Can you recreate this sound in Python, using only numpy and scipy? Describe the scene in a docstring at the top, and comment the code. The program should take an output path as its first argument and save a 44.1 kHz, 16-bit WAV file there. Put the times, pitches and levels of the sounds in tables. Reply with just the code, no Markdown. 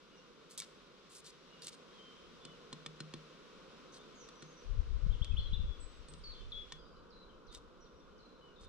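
"""In a wood, a woodpecker hitches round a dead trunk, claws scratching, and taps it with its bill.
Songbirds call behind: gliding near-sine notes, some blurred by scattered paths, plus a faint far chorus.
Distant air and leaves are coloured noise; a gust is lumpy low noise, strongest on the left port.
Claws are ringing grains, noise snaps and plucked splinters; the bill is a noise crack that rings the wood.
Decaying noise echoes the birds and trunk, and the microphone adds a faint hiss."""
import sys
import numpy as np
from scipy import signal
from scipy.fft import rfft, irfft, next_fast_len
from scipy.io import wavfile

SR = 44100
rng = np.random.default_rng(int(sys.argv[2]) if len(sys.argv) > 2 else 0)


def transcribe(signal):
    """Save signal, clipped to [-1, 1], as a 16-bit WAV file at the path in sys.argv[1]."""
    frames = np.atleast_2d(signal).T
    limited = np.clip(frames, -1, 1)
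    pcm = np.round(limited * 32767).astype(np.int16)
    wavfile.write(sys.argv[1], SR, pcm)


N = 382788
T = np.arange(N) / SR
SIZE = next_fast_len(N + SR)  # FFT length, with a second to spare


def amp(db):
    """Turn decibels into a plain multiplier."""
    return 10 ** (np.asarray(db) / 20)


def rms_one(x):
    """Scale to an RMS (average strength) of one."""
    return x / np.sqrt(np.mean(x ** 2) + 1e-20)


def at_hz(points):
    """Read a (frequency [Hz], value) table at every FFT bin, on a log-frequency axis."""
    hz, value = np.transpose(points)
    bin_hz = np.arange(SIZE // 2 + 1) * SR / SIZE
    return np.interp(np.log(bin_hz + 1), np.log(hz + 1), value)


def colour(x, spectrum):
    """Filter to a spectrum, minimum phase so nothing sounds early; white noise keeps its power."""
    gain = rms_one(amp(at_hz(spectrum)))
    cepstrum = irfft(np.log(gain), SIZE)
    # folding the cepstrum forward in time gives the minimum-phase filter
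    cepstrum[1:SIZE // 2] *= 2
    cepstrum[SIZE // 2 + 1:] = 0
    response = np.exp(rfft(cepstrum))
    return irfft(rfft(x, SIZE) * response, SIZE)[..., :N]


def lowpass(x, order, hz):
    """Keep what lies below a frequency."""
    return signal.sosfilt(signal.butter(order, hz, fs=SR, output="sos"), x)


def highpass(x, order, hz):
    """Keep what lies above a frequency."""
    return signal.sosfilt(signal.butter(order, hz, "high", fs=SR, output="sos"), x)


def drift(rate_hz):
    """Slow random wandering: noise twice through a one-pole low-pass, with a spread of one."""
    r = np.exp(-2 * np.pi * rate_hz / SR)
    noise = rng.standard_normal(N + SR)
    settled = signal.lfilter([1], [1, -2 * r, r * r], noise)[SR:]
    return rms_one(settled)


def near_noise(unlike=0.28):
    """White noise from close by, mostly the same on both sides."""
    mid, side = rng.standard_normal((2, N))
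    return (mid + unlike * side * [[1], [-1]]) / np.hypot(1, unlike)


def bursts(times, levels_db, t60, rise_s):
    """Noise that jumps up at each time and falls 60 dB in t60 seconds."""
    envelope = np.zeros(N)
    t = np.arange(int(t60 * SR)) / SR
    for s, db in zip(times, levels_db):
        part = envelope[int(s * SR):int(s * SR) + len(t)]
        shape = amp(db - 60 * t / t60) * (1 - np.exp(-t / rise_s))
        part += shape[:len(part)]
    return envelope * near_noise()


def strike(times, levels_db, modes, spread_db, contact_hz, lean_db=0):
    """Each blow rings every mode with a strength of its own; a long contact softens the click."""
    out = np.zeros(N)
    luck = rng.standard_normal((len(times), len(modes)))
    for k, (hz, db, t60) in enumerate(modes):
        # a lean raises modes above 3850 Hz and lowers those below by the same amount
        lean = lean_db * np.sign(hz - 3850)
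        clicks = np.full(N, 1e-18)
        clicks[(times * SR).astype(int)] = amp(levels_db + db + spread_db * luck[:, k] + lean)
        r, w = amp(-60 / (t60 * SR)), 2 * np.pi * hz / SR
        out += signal.lfilter([0, np.sin(w)], [1, -2 * r * np.cos(w), r * r], clicks)
    return lowpass(out, 4, contact_hz)


def pings(times, levels_db, pitches_hz, cycles):
    """One sine for each event, at a pitch of its own, falling 60 dB over the given cycles."""
    out = np.zeros(N)
    for s, db, hz in zip(times, levels_db, pitches_hz):
        t = np.arange(int(cycles / hz * SR)) / SR
        ping = amp(db - 60 * t * hz / cycles) * np.sin(2 * np.pi * hz * t)
        out[int(s * SR):int(s * SR) + len(t)] += ping
    return out


# background before its waver and left-right mix:
# (time [s], distant air level [dB], leaves level [dB])
AIR_LEVELS = [(0, -65.5, -70), (1, -64, -68.5), (2.7, -62, -67), (4, -61.5, -67.5), (5.401, -64.5, -68.5),
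              (6.76, -64, -69), (6.8, -63, -76), (8.68, -64.5, -76)]
# tone of the distant air: (frequency [Hz], relative level [dB per Hz])
DISTANT_TONE = [(20, -24.5), (35, -7), (60, -14.5), (112, -19.5), (140, -5.5), (168, -1.5), (300, -5),
                (500, -1), (620, -12), (820, -17), (1050, -7.5), (1480, -10), (1620, -19), (2500, -61.5)]
# tone of the leaves: (frequency [Hz], relative level [dB per Hz])
LEAVES_TONE = [(940, -28.5), (1600, -5.5), (2740, -3), (3830, -2), (4460, -6.5), (5610, -8), (6610, -14.5),
               (15800, -44)]
# how alike the background is left and right: (frequency [Hz], likeness [1 = the same])
AIR_LIKENESS = [(60, 1), (200, 0.47), (480, 0.94), (1100, 0.58), (3400, 0.27), (4300, 0.1), (12000, 0.11)]


def air():
    """Far rush and nearer leaves: two coloured noises that waver, partly alike in both ears."""
    s, distant_db, leaves_db = np.transpose(AIR_LEVELS)
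    white = rng.standard_normal((2, 2, N))
    distant_gain = amp(np.interp(T, s, distant_db) + 0.7 * drift(1.0))  # waver spread 0.7 dB
    leaves_gain = amp(np.interp(T, s, leaves_db) + 0.5 * drift(13.0))  # waver spread 0.5 dB
    both = distant_gain * colour(white[0], DISTANT_TONE)
    both += leaves_gain * colour(white[1], LEAVES_TONE)
    mid, side = rfft(both, SIZE)
    alike = np.clip(at_hz(AIR_LIKENESS), -1, 1)
    stereo = np.sqrt(1 + alike) * mid + np.sqrt(1 - alike) * side * [[1], [-1]]
    return irfft(stereo, SIZE)[:, :N]


def chorus(count):
    """Far birds too faint to tell apart: short falling whistles that sink and swell with the leaves."""
    out = np.zeros((2, N))
    for when, pitch, length, loud, side in rng.random((count, 5)):
        t = np.arange(int((0.03 + 0.11 * length) * SR)) / SR
        start = int(when * (N - len(t)))
        hz = (2900 + 1400 * pitch) * (1 + 0.0803 * np.exp(-t / 0.015))
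        note = np.sin(np.pi * t / t[-1]) * np.sin(2 * np.pi * np.cumsum(hz) / SR)
        level = amp(-75 + 6.2 * loud)
        out[:, start:start + len(t)] += level * note * [[side], [1 - side]]
    s, _, leaves_db = np.transpose(AIR_LEVELS)
    return out * amp(np.interp(T, s, leaves_db - leaves_db.max()))


def sing(notes, scatter, rise_s, glide_s_per_khz, bend_s, fade_db_per_s, softer_db_per_khz):
    """Near sines glide on to a pitch, fade and bend away; scattered paths beat and widen the line."""
    out = np.zeros((2, N))
    for s, length, from_hz, held_hz, end_hz, db, blur in notes:
        span = slice(int(s * SR), int((s + length) * SR))
        t = T[span] - s
        # a wider glide takes longer
        glide_s = glide_s_per_khz * (abs(from_hz - held_hz) + 1) / 1000
        glide_hz = (from_hz - held_hz) * np.exp(-t / glide_s)
        bend_hz = (end_hz - held_hz) * np.exp((t - length) / bend_s)
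        hz = held_hz + glide_hz + bend_hz
        edges = np.clip(np.minimum(t / rise_s, (length - t) / 0.002), 0, 1)  # ends over 2 ms
        # softer while still far from the held pitch
        level = amp(db - fade_db_per_s * t - softer_db_per_khz * abs(glide_hz) / 1000)
        tone = np.sqrt(2) * np.exp(2j * np.pi * np.cumsum(hz) / SR)
        paths = np.sqrt(1 - blur ** 2) + blur * scatter[:, span]
        out[:, span] += edges * level * (tone * paths).real
    return out


# whistles, near and far, level, sagging or slightly rising; level is before the fade:
# (time [s], length [s], start pitch [Hz], end pitch [Hz], level [dB])
WHISTLE_NOTES = [(0.119, 0.1, 2920, 2720, -71.5), (0.982, 0.4, 3470, 3400, -78.5),
                 (1.5, 0.19, 2885, 2670, -68.5), (1.928, 0.06, 3320, 3280, -68),
                 (1.983, 0.26, 3122, 3180, -62.5), (2.41, 0.098, 3480, 3470, -67),
                 (2.433, 0.12, 3080, 2880, -69), (3.991, 0.034, 3510, 3610, -65.5),
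                 (4.353, 0.077, 6010, 5810, -69.5), (4.425, 0.12, 6400, 6220, -72.5),
                 (4.565, 0.052, 5800, 5950, -67), (5.549, 0.11, 2830, 2700, -72),
                 (5.665, 0.084, 3424, 3396, -61.5), (6.331, 0.13, 3434, 3550, -66),
                 (6.349, 0.092, 3200, 3040, -66), (6.542, 0.058, 3360, 3380, -49),
                 (6.613, 0.04, 3350, 3270, -66), (6.689, 0.071, 3340, 3392, -64),
                 (6.806, 0.029, 3990, 2920, -70.5), (6.945, 0.05, 3030, 2980, -80),
                 (7.962, 0.049, 5700, 5600, -77.5), (8.001, 0.06, 3780, 3390, -78),
                 (8.113, 0.1, 3090, 2970, -80), (8.41, .115, 3040, 2824, -71)]
# a songbird, nearer and farther; level is before glide and fade, blur is the scattered share:
# (time [s], length [s], from pitch [Hz], held pitch [Hz], end pitch [Hz], level [dB], blur [0-1])
HOOKED_NOTES = [(.165, 0.028, 6500, 5800, 5500, -71, .3), (3.92, 0.032, 6470, 6350, 6010, -67, 0.6),
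                (4.152, 0.07, 7700, 6400, 7100, -66, 0.7), (4.2, 0.06, 6430, 5900, 5640, -63, 0.35),
                (5.8, 0.036, 8620, 7830, 7820, -60, 0.5), (6.083, 0.025, 9000, 8020, 8180, -60.5, 0.1),
                (6.237, 0.087, 5140, 4470, 3680, -51.5, 0.23),
                (6.519, 0.016, 4254, 3400, 3345, -44.5, 0.15), (6.785, 0.21, 4900, 4850, 4800, -71, 1),
                (7.103, 0.15, 5790, 4025, 3780, -63.5, 0.85), (7.468, 0.065, 6400, 3610, 3730, -64, 0.8),
                (7.805, 0.042, 6650, 5700, 5570, -69.5, 0.3), (7.836, 0.043, 7000, 3500, 3350, -70, 0.4),
                (8.18, 0.29, 6410, 4050, 3980, -69.5, 1), (8.558, 0.17, 4340, 3640, 3500, -66.5, 1)]
# quick strokes of birds, mostly scooping up from below, a few falling, the last few fainter;
# level is before glide and fade:
# (time [s], length [s], from pitch [Hz], held pitch [Hz], end pitch [Hz], level [dB])
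QUICK_NOTES = [(5.103, 0.025, 2880, 3220, 3160, -62), (5.125, 0.029, 3460, 3610, 2600, -54),
               (5.217, 0.023, 2680, 3140, 3810, -46), (5.238, 0.026, 2910, 3200, 3100, -56),
               (5.294, 0.023, 2820, 3130, 3610, -52), (5.315, .016, 2460, 2575, 2610, -59),
               (5.364, 0.041, 2360, 3620, 2950, -40.5), (5.385, 0.03, 3870, 4070, 4540, -53.5),
               (5.452, 0.062, 2990, 3276, 3190, -53.5), (5.467, 0.023, 3830, 4030, 3900, -57),
               (5.522, 0.047, 2610, 3566, 3420, -43), (5.535, 0.012, 3680, 3930, 3870, -47.5),
               (6.849, 0.01, 3100, 3750, 3880, -65), (6.957, .014, 3500, 4000, 4150, -67),
               (6.99, 0.0091, 3600, 3900, 4080, -72), (7.289, 0.037, 3880, 3150, 2700, -68)]


def songbirds():
    """Three kinds of note, each with its own way to rise, glide, bend and fade."""
    scatter = np.array([drift(100) + 1j * drift(100) for _ in range(2)]) / np.sqrt(2)
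    whistles = [(s, length, start_hz, start_hz, end_hz, db, 0.3)  # 0.3 is the blur
                for s, length, start_hz, end_hz, db in WHISTLE_NOTES]
    quick_strokes = [(*row, 0.55) for row in QUICK_NOTES]  # 0.55 is the blur
    birds = sing(whistles, scatter, rise_s=0.0021, glide_s_per_khz=0.01, bend_s=0.056,
                 fade_db_per_s=24, softer_db_per_khz=3)
    birds += sing(HOOKED_NOTES, scatter, rise_s=0.0011, glide_s_per_khz=0.0035, bend_s=0.012,
                  fade_db_per_s=48, softer_db_per_khz=2.8)
    birds += sing(quick_strokes, scatter, rise_s=0.0019, glide_s_per_khz=0.00528, bend_s=0.01105,
                  fade_db_per_s=250, softer_db_per_khz=16)
    return birds


def skid_grains():
    """Dense uneven slips, each ringing briefly at one of 16 pitches."""
    slips = (rng.random(N) < 18000 / SR) * amp(1.5 * np.minimum(rng.exponential(1, N), 4))
    slips = slips * near_noise() + 1e-18
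    dealt = rng.integers(0, 16, N)  # which pitch each slip gets
    grains = 0
    for k, hz in enumerate(np.geomspace(1500, 14000, 16)):
        r = amp(-60 * hz / (28 * SR))  # a grain falls 60 dB in 28 cycles
        poles = [1, -2 * r * np.cos(2 * np.pi * hz / SR), r * r]
        ringing = signal.lfilter([1, 0, -1], poles, slips * (dealt == k))
        grains += np.sqrt(hz) * rms_one(ringing)
    return rms_one(grains)


# claws dragging; level is before tone shaping, the lift raises treble and lowers the rest:
# (start time [s], swell [s], ease [s], level [dB], treble lift [dB])
CLAW_DRAGS = [(0.496, 0.017, 0.047, -67.5, 8.5), (0.576, 0.0074, 0.033, -55.5, 8),
              (0.617, 0.004, 0.03, -60.5, -8), (1.095, 0.078, .035, -64, 7.5),
              (1.241, 0.023, 0.046, -59, -1), (1.617, 0.022, 0.034, -57.5, 0.5),
              (1.667, 0.018, 0.014, -52, -2.5), (1.718, 0.011, 0.024, -62.5, -4),
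              (3.924, 0.047, 0.017, -65, -4), (7.514, 0.035, 0.037, -64, -4),
              (8.597, 0.047, 0.017, -71, -6)]
# claws catching; level is before tone shaping:
# (time [s], level [dB], pitch of the plucked splinter [Hz])
CLAW_CATCHES = [(0.5101, -54, 7100), (0.5771, -38, 9000), (0.5807, -39.5, 9040), (0.591, -41.5, 3370),
                (0.593, -52, 8800), (0.6014, -37, 2260), (0.62, -45, 1344), (1.2452, -54.5, 4150),
                (1.621, -45.5, 4700), (1.627, -52, 4570), (1.6463, -46, 6330), (1.6697, -34.5, 8300),
                (1.682, -46, 4830), (3.942, -51, 4800), (7.5485, -42, 3630), (7.556, -54, 3870)]
# tone of the claws: (frequency [Hz], relative level [dB per Hz])
CLAW_TONE = [(900, -16.5), (1800, -8), (2600, -10), (3500, 0.5), (4600, 1), (5800, -2.5), (7000, -3),
             (9000, -4), (10500, -13.5), (15500, -30.5)]


def claws():
    """Claws skid in ringing grains and snap where they catch, plucking a splinter of wood."""
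    effort, lift = np.zeros(N), np.ones(N)
    for start, swell, ease, db, lift_db in CLAW_DRAGS:
        top, end = start + swell, start + swell + ease
        # pressure at start, top and end, as a share of the strongest
        pressure = np.interp(T, [start, top, end], [0.22, 1, 0.37])
        effort += amp(db) * pressure * (T > start) * (T < end)
        lift[(T > start - 0.005) & (T < end)] = amp(lift_db)
    skid = effort * amp(1.6 * drift(150)) * skid_grains()
    s, db, splinter_hz = np.transpose(CLAW_CATCHES)
    contact = skid + bursts(s, db, t60=0.009, rise_s=0.0001)
    treble = highpass(contact * lift, 2, 5500)
    body = lowpass(contact / lift, 2, 5500)
    splinters = pings(s, db - 8, splinter_hz, cycles=137)  # 8 dB below the snap
    # subtracting lets the two halves join smoothly where they cross
    return colour(body - treble + splinters, CLAW_TONE)


# bill on wood; crack level is before tone shaping, knock and thump before each mode's own strength:
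# (time [s], crack level [dB], knock above crack [dB], trunk thump above crack [dB],
#  pitch of the struck spot [Hz], lean to the upper modes [dB])
BILL_TAPS = [(2.4511, -43, -19, -7.5, 1460, 2), (2.7281, -40.5, -9, -9.5, 1055, 3),
             (2.8619, -39.5, -9.5, -11, 1240, -2.5), (3.0039, -41, -8.5, -5.5, 1480, 6.5),
             (3.138, -43, -10, -5, 1090, -0.5), (4.288, -50, -13, -17, 1200, 0),
             (4.4238, -49, -9, -5.5, 1420, 2), (5.2453, -45, -22, -27, 1420, 0),
             (6.085, -53.5, -11, -2.5, 1200, 2), (6.137, -52, -16, -7.5, 1200, 6),
             (6.722, -39, -14.5, -17.5, 1080, -5.5)]
# tone of the crack: (frequency [Hz], relative level [dB per Hz])
CRACK_TONE = [(1470, -35), (2500, -8), (3480, -2.5), (6340, -10), (8580, -12.5), (13000, -54)]
# dead trunk near the blow: (frequency [Hz], relative level [dB], time to fall 60 dB [s])
TRUNK_KNOCK_MODES = [(1844, 1, 0.034), (2270, -4.5, 0.033), (2950, -10, 0.022), (3500, 5, 0.037),
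                     (4165, 4, 0.034), (5300, -9, 0.037)]
# dead trunk bending as a whole: (frequency [Hz], relative level [dB], time to fall 60 dB [s])
TRUNK_THUMP_MODES = [(155.4, 0, 0.5), (185.2, -8, 0.43), (236, 4, 0.037), (329, -4.5, 0.096)]


def bill():
    """Fibres crush under the bill, the wood knocks, the whole trunk thumps a moment later."""
    s, crack_db, knock_db, thump_db, spot_hz, lean_db = np.transpose(BILL_TAPS)
    crack = colour(bursts(s, crack_db, t60=0.024, rise_s=0.0002), CRACK_TONE)
    knock = strike(s, crack_db + knock_db, TRUNK_KNOCK_MODES, spread_db=2.0, contact_hz=8000,
                   lean_db=lean_db)
    # the wood right under the bill
    spot = pings(s, crack_db + knock_db + 6, spot_hz, cycles=36)
    thump = strike(s + 0.0022, crack_db + thump_db, TRUNK_THUMP_MODES, spread_db=3.5, contact_hz=610)
    # the slim trunk gives out little sound below its lowest mode
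    return crack + knock + spot + highpass(thump, 4, 125)


# wind before its lumps and left-right split: (time [s], level [dB])
GUST_LEVEL = [(0, -85), (1.9, -98), (2.25, -76), (2.6, -84), (4.5, -81), (4.68, -53.5), (4.79, -33.5),
              (4.85, -49.5), (4.97, -43.5), (5.33, -38.5), (5.68, -37), (5.77, -57.5), (6.3, -60.5),
              (6.5, -54.5), (6.8, -68.5), (7.45, -66.5), (8.55, -74), (8.68, -56)]
# which side the gust leans to: (time [s], left minus right level [dB])
GUST_LEAN = [(4.5, 2.5), (4.7, 13), (5.7, 14.5), (6.1, 0.5)]
# tone of the wind: (frequency [Hz], relative level [dB per Hz])
WIND_TONE = [(8.8, -37), (15, 0), (32, 0), (49, -1.5), (130, -18), (170, -48.5), (290, -120)]
# sharp pressure flips on the left port, before each mode's own strength: (time [s], level [dB])
PORT_BUFFETS = [(4.937, -52.5), (5.061, -38), (5.126, -52.5), (5.213, -40.5), (5.338, -40), (5.386, -46.5),
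                (5.529, -38), (5.592, -43), (5.637, -39.5)]
# the port cavity: (frequency [Hz], relative level [dB], time to fall 60 dB [s])
PORT_CAVITY_MODES = [(59, 18.5, 0.066), (127, 16.5, 0.02)]


def wind():
    """Lumpy low noise, its own on each port; sharp flips ring the left port's cavity in the gust."""
    level_db = np.interp(T, *np.transpose(GUST_LEVEL))
    lean_db = np.interp(T, *np.transpose(GUST_LEAN))
    share = np.array([amp(lean_db / 2), amp(-lean_db / 2)])
    share *= 2 / np.hypot(*share)
    lumps = amp(9.6 * np.tanh([drift(16.3), drift(14)]))
    rumble = colour(lumps * rng.standard_normal((2, N)), WIND_TONE)
    out = amp(level_db) * share * rumble
    s, db = np.transpose(PORT_BUFFETS)
    out[0] += strike(s, db, PORT_CAVITY_MODES, spread_db=3.5, contact_hz=205)
    return out


def woods(x):
    """Scatter off trunks and leaves: a dying noise tail, its own in each ear."""
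    t = np.arange(int(0.8 * SR)) / SR
    fade = amp(-60 * t / 0.43) * (1 - np.exp(-t / 0.0027))  # falls 60 dB in 0.43 s
    tail = rng.standard_normal((2, len(t))) * fade
    tail /= np.sqrt(np.sum(tail ** 2) / 2)
    return signal.fftconvolve(x, tail, axes=1)[:, :N]


# level difference of the two ports: (frequency [Hz], left minus right level [dB])
PORT_LEVELS = [(100, 1.5), (500, -2), (1100, -0.5), (3400, 2.5), (5500, 0.1), (9000, -0.5), (13000, 1.5)]
# phase difference of the two ports: (frequency [Hz], how far left leads [radians])
PORT_LEAD = [(60, -0.7), (480, -0.96), (1100, -1.12), (2000, 1), (3400, -1.12), (4300, -1.58),
             (7000, -1.58), (9000, -1.14)]


def ports(x):
    """The two ports in the housing differ in level and phase, by frequency."""
    half = amp(at_hz(PORT_LEVELS) / 2) * np.exp(0.5j * at_hz(PORT_LEAD))
    return irfft(rfft(x, SIZE) * np.array([half, 1 / half]), SIZE)[:, :N]


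def scene():
    """Mix the wood, its birds and the trunk with their echoes; the wind strikes the ports directly."""
    background, birds = air(), songbirds()
    trunk = claws() + bill()
    # levels sent into the echo, in dB: birds -1, trunk -18.5
    echoes = woods(amp(-1) * birds + chorus(count=110) + amp(-18.5) * trunk)
    return ports(background + birds + trunk + echoes) + wind()


def record(dry):
    """The microphone adds a faint hiss; a steep low-pass removes the top."""
    hiss = amp(-96.5) * rng.standard_normal(dry.shape)
    # 60 dB down from 16150 Hz upward
    top_cut = signal.cheby2(20, 60, 16150, fs=SR, output="sos")
    return signal.sosfilt(top_cut, dry + hiss)


dry = scene()
out = record(dry)
transcribe(out)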